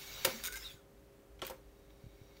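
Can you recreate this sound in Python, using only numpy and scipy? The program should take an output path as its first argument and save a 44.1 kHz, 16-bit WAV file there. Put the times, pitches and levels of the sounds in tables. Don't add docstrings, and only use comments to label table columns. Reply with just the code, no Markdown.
import sys
import numpy as np
from scipy import signal
from scipy.fft import rfft, irfft
from scipy.io import wavfile
from scipy.ndimage import uniform_filter1d

SR = 44100
rng = np.random.default_rng(int(sys.argv[2]) if len(sys.argv) > 2 else 0)


def waveform_to_disk(signal):
    frames = np.transpose(np.atleast_2d(signal))
    scaled = np.clip(frames, -1, 1) * 32767
    samples = np.round(scaled).astype(np.int16)
    wavfile.write(sys.argv[1], SR, samples)


N = 105840
T = np.arange(N) / SR


def amp(db):
    return 10 ** (np.asarray(db) / 20)


def even(x):
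    return x / np.sqrt(np.mean(x ** 2) + 1e-20)


def colour_at(points, hz):
    point_hz, point_db = np.transpose(points)
    return np.interp(np.log(hz + 1), np.log(point_hz + 1), point_db)


def along(rows, col=1):
    columns = np.transpose(rows)
    return np.interp(T, columns[0], columns[col])


def add(mix, start_s, sound):
    part = mix[round(start_s * SR):][:len(sound)]
    part += sound[:len(part)]


def hiss(shape_db, patchy_db=0, size=N):
    frames, hz = size // 128 + 5, np.fft.rfftfreq(512, 1 / SR)
    real, imaginary, patches = rng.standard_normal((3, len(hz), frames))
    patches = uniform_filter1d(patches, size=5, axis=0)
    patches = even(uniform_filter1d(patches, size=8, axis=1))
    spectra = (real + 1j * imaginary) * amp(shape_db(hz)[:, None] + patchy_db * patches)
    noise = signal.istft(spectra, nperseg=512, noverlap=384)[1]
    return even(noise[:size])


def resonate(x, hz, width_hz):
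    turn = np.exp(2j * np.pi * np.cumsum(hz * np.ones(len(x))) / SR)
    pole = np.exp(-np.pi * width_hz / SR)
    smoothed = signal.lfilter([1 - pole], [1, -pole], x / turn)
    return 2 * (turn * smoothed).real


def ring(modes, near_hz=None):
    scatter_db, detune = 1, 0.012
    favour_db = 10
    t, (hz, db, t60) = T[:SR // 3, None], np.transpose(modes)
    level_luck, phase_luck, pitch_luck = rng.uniform(-1.015, 1, (3, len(hz)))
    hz = hz * (1 + detune * pitch_luck)
    if near_hz:
        db = db - favour_db * abs(np.log2(hz / near_hz))
    decay = amp(db + scatter_db * level_luck - 60 * t / t60)
    modes_ringing = decay * np.sin(2 * np.pi * hz * t + np.pi * phase_luck)
    return modes_ringing.sum(1) * np.minimum(t[:, 0] / 0.00042, 1)


def snap(colour, tilt_db, t60):
    t = T[:4096]
    shape = amp(-60 * t / t60) * np.minimum(t / 0.00018, 1)
    burst = shape * hiss(lambda hz: colour(hz) + tilt_db * (hz / 8000 - .5), size=4096)
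    return burst * np.linalg.norm(shape) / np.linalg.norm(burst)


# frequency in Hz, RMS level in dB.
HUM_LINES = [(119, -75), (301, -74), (399.5, -68), (549.5, -72.5), (775, -83)]
# time in seconds, RMS level of the steady rumble in dB.
RUMBLE_LEVEL = [(0, -77), (.2, -58), (.4, -67), (.52, -55), (.7, -64), (.82, -72), (.92, -66.5),
                (1.4, -64.5), (1.6, -56.5), (2.4, -65.5)]
# frequency in Hz, density in dB per Hz.
FLOOR_COLOUR = [(25, -17), (45, -2.5), (200, -8.5), (400, -9.5), (650, -13), (750, -18.5), (1200, -20),
                (4900, -32.5), (15600, -32.5)]


def motor():
    rumble_hz, rumble_width_hz = 52.5, 8.4
    floor_db = -63.5
    hum = np.zeros(N)
    for hz, db in HUM_LINES:
        tone = np.sin(2 * np.pi * (hz * T + rng.random()))
        waver = 0.12 * even(resonate(rng.standard_normal(N), hz, 1))
        hum += amp(db) * even(tone + waver)
    low = resonate(rng.standard_normal(N), rumble_hz, rumble_width_hz)
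    rumble = even(resonate(low, rumble_hz, 2 * rumble_width_hz))
    hz = np.fft.rfftfreq(N, 1 / SR)
    floor_spectrum = rfft(rng.standard_normal(N)) * amp(colour_at(FLOOR_COLOUR, hz)) * (hz > 20)
    floor = even(irfft(floor_spectrum, N))
    return hum + amp(along(RUMBLE_LEVEL)) * rumble + amp(floor_db) * floor


# start in seconds, level in dB, pitch at the start in Hz.
TABLE_BUMPS = [(0.742, -44.5, 132), (1.5, -49, 200), (2.04, -40.5, 152), (2.065, -40, 129),
               (2.215, -42.5, 130)]


def bumps():
    sag, t60 = 0.53, 0.043
    out, t = np.zeros(N), T[:SR // 5]
    for start_s, db, hz in TABLE_BUMPS:
        sagging_hz = hz * (1 - sag * (1 - np.exp(-t / 0.0166)))
        turns = np.cumsum(sagging_hz) / SR
        add(out, start_s, amp(db - 60 * t / t60) * np.sin(2 * np.pi * turns))
    return out


# frequency in Hz, density in dB per Hz.
WIND_HISS = [(150, -2), (270, -22), (600, -10), (3000, -7.5), (7000, -13), (7900, -33), (11500, -26),
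             (13500, -11), (15600, -7)]
# frequency in Hz, width in Hz, height above the hiss in dB.
WIND_RESONANCES = [(506, 21, 16), (2233, 76, 13), (3804, 270, 12.5), (4520, 84, 17), (5720, 77, 23)]


def wind_colour(hz):
    peaks = sum(db / (1 + (2 * (hz - f) / width) ** 2) for f, width, db in WIND_RESONANCES)
    return colour_at(WIND_HISS, hz) + peaks


# time in seconds, level in dB before the extra treble loss.
WINDING_LEVEL = [(0, -52), (.3, -46), (.42, -52.5), (.49, -63), (.72, -70), (.8, -94), (1.45, -93),
                 (1.6, -78.5), (2.2, -70), (2.4, -67)]
# start in seconds, level in dB.
REEL_TICKS = [(1.905, -62), (2.368, -56.5)]


def winding():
    whistle_hz, whistle_fall = 9200, 0.17
    level_db, air = along(WINDING_LEVEL), hiss(wind_colour, patchy_db=1.3)
    low = signal.sosfiltfilt(signal.butter(2, whistle_hz, fs=SR, output="sos"), air)
    whistle = (air - low) * amp(whistle_fall * (level_db - level_db[0]))
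    out = amp(level_db) * (low + whistle)
    for start_s, db in REEL_TICKS:
        add(out, start_s, amp(db) * snap(wind_colour, tilt_db=-3, t60=0.051))
    return out


# centre in seconds, half length in seconds, pitch at the centre in Hz,
# glide in Hz per second, level of the pure tone in dB.
SHORT_TONES = [(0.37, 0.045, 224.5, 0, -53), (0.507, 0.025, 414, 0, -55), (.458, .014, 2330, -11000, -48),
               (.478, .009, 1485, 0, -44), (.502, .02, 1475, 0, -55), (.536, .008, 2175, 0, -51),
               (0.552, 0.015, 1578, 2000, -45), (.564, .008, 2100, -2000, -47), (.54, .016, 5200, 0, -56),
               (.605, 0.035, 5140, -1500, -59), (.785, .022, 1430, -4500, -66)]


def short_tones():
    roughness, spread = .5, .04
    grit = rng.standard_normal(N) * amp(4.2 * rng.exponential(1, N))
    out = np.zeros(N)
    for centre_s, half_s, hz, glide, db in SHORT_TONES:
        bend_hz = hz + glide * np.clip(T - centre_s, -2 * half_s, 2 * half_s)
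        tone = np.sin(2 * np.pi * np.cumsum(bend_hz) / SR)
        rasp = roughness * even(resonate(grit, bend_hz, spread * hz))
        swell = np.exp(-((T - centre_s) / half_s) ** 2)
        out += amp(db) * swell * (tone + rasp)
    return out


# frequency in Hz, density in dB per Hz.
DRUM_HISS = [(400, -16.5), (700, -16.5), (1400, -8), (2300, -7), (6600, -7), (9200, -15.5), (12500, -14),
             (15600, -11.5)]


def drum_colour(hz):
    return colour_at(DRUM_HISS, hz)


# time in seconds, hiss level in dB.
RUBBING_LEVEL = [(.425, -53), (.44, -46), (.482, -48), (.495, -55), (.507, -66), (.518, -57), (.526, -49),
                 (.542, -50), (.551, -61), (.56, -49), (.58, -49.5), (.6, -52), (.668, -54), (.72, -57),
                 (.78, -70.5), (.83, -82)]


def rubbing():
    return amp(along(RUBBING_LEVEL)) * hiss(drum_colour, patchy_db=5.0)


# frequency in Hz, level in dB, 60 dB decay in seconds.
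DRUM_MODES = [(1440, -8, 0.042), (2230, -3, 0.024), (3750, -2, 0.035), (6720, 0, 0.033), (8940, 4, 0.017),
              (12800, 3, 0.025)]
# start in seconds, length in seconds, slips per second,
# level in dB, change of level over the run in dB.
CHATTER_RUNS = [(0.438, 0.04, 177, -32, 0.5), (.524, 0.029, 134, -34, -14.5),
                (0.557, 0.017, 125, -37.5, 0.5)]


def chatter():
    ring_db, spread_db, jitter_s = -11, 1.5, 0.00055
    out = np.zeros(N)
    for start_s, length_s, rate, db, fade_db in CHATTER_RUNS:
        for later_s in np.arange(int(length_s * rate) + 1) / rate:
            click = snap(drum_colour, tilt_db=4.3, t60=0.015)
            size = amp(db + fade_db * later_s / length_s + spread_db * rng.standard_normal())
            at = start_s + later_s + (later_s > 0) * jitter_s * rng.standard_normal()
            add(out, at, size * click)
            add(out, at, size * amp(ring_db) * ring(DRUM_MODES))
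    return out


# time in seconds, pitch in Hz, RMS level of its noise part in dB.
SQUEAK_PATH = [(.615, 3950, -80), (.65, 3810, -53), (.665, 3730, -50), (.685, 3550, -59),
               (.71, 3376, -58.5), (.75, 3410, -85)]


def squeak():
    hz, db = along(SQUEAK_PATH), along(SQUEAK_PATH, 2)
    tone = 1.8 * np.sin(2 * np.pi * np.cumsum(hz) / SR)
    breath = even(resonate(rng.standard_normal(N), hz, width_hz=130))
    sounding = (T > SQUEAK_PATH[0][0]) * (T < SQUEAK_PATH[-1][0])
    return amp(db) * (tone + breath) * sounding


# frequency in Hz, density in dB per Hz before the tilt.
SNAP_COLOUR = [(300, -7), (600, -4), (2500, 1.5), (5000, -2.5), (15600, -8)]
# frequency in Hz, level in dB, 60 dB decay in seconds.
CHASSIS_MODES = [(374, -5, 0.094), (476, -13, 0.1), (532.6, 0.5, 0.096), (810, -9.5, 0.066),
                 (916, -6, 0.069), (1130, -19.5, 0.28), (1358, -6, 0.053), (2310, -3.5, 0.018),
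                 (2944, -7.5, 0.049), (3220, -2.5, 0.03), (14750, 2, .007)]
# start in seconds, snap level in dB, treble tilt in dB per 8 kHz,
# 60 dB decay of the snap in seconds, chassis level in dB, favoured mode in Hz.
LEVER_CLACKS = [(0.2477, -22, 6.5, 0.05, -31, 2360), (0.2499, -22, 2.5, 0.024, -24, 2320),
                (.251, -21.5, 2.5, 0.046, -28, 554), (.262, -62, -4, 0.08, -33, 600),
                (.272, -37.5, -54, 0.16, -31.5, 540), (1.392, -59.5, -10, 0.092, -50, 1860),
                (1.418, -41, -4, 0.046, -33, 3200), (1.422, -44, -13, 0.069, -31, 1270),
                (1.4257, -47, -11, 0.19, -34, 396), (1.449, -44, 0.5, 0.068, -41.5, 3000),
                (1.467, -38.5, 7.5, 0.055, -30.5, 14500), (1.476, -47, -2.5, 0.092, -58, 2500),
                (1.498, -44, 4, 0.068, -39, 790), (1.508, -51, -68, 0.17, -41, 600)]


def levers():
    out = np.zeros(N)
    for start_s, db, tilt_db, t60, chassis_db, near_hz in LEVER_CLACKS:
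        add(out, start_s, amp(db) * snap(lambda hz: colour_at(SNAP_COLOUR, hz), tilt_db, t60))
        add(out, start_s, amp(chassis_db) * ring(CHASSIS_MODES, near_hz))
    return out


def room(x):
    body_t60, treble_t60, treble_hz = 0.31, 0.28, 4760
    t, noise = T[:SR // 2], rng.standard_normal(SR // 2)
    low = signal.sosfiltfilt(signal.butter(1, treble_hz, fs=SR, output="sos"), noise)
    tail = low * amp(-60 * t / body_t60) + (noise - low) * amp(-60 * t / treble_t60)
    tail *= np.minimum(t / 0.0067, 1)
    return signal.fftconvolve(x, tail / np.linalg.norm(tail))[:N]


def scene():
    room_db = -10.5
    brakes = rubbing() + chatter() + squeak()
    near = levers() + brakes + short_tones()
    mix = near + amp(room_db) * room(near) + winding() + bumps() + motor()
    return mix[None]


def record(dry):
    dip_hz, dip_width_hz, dip_depth = 10500, 390, 0.71
    edge_hz = 15780
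    heard = dry - dip_depth * resonate(dry[0], dip_hz, dip_width_hz)
    treble_limit = signal.firwin(1023, edge_hz, window=("kaiser", 9), fs=SR)
    return signal.oaconvolve(heard, treble_limit[None], "same")


dry = scene()
out = record(dry)
waveform_to_disk(out)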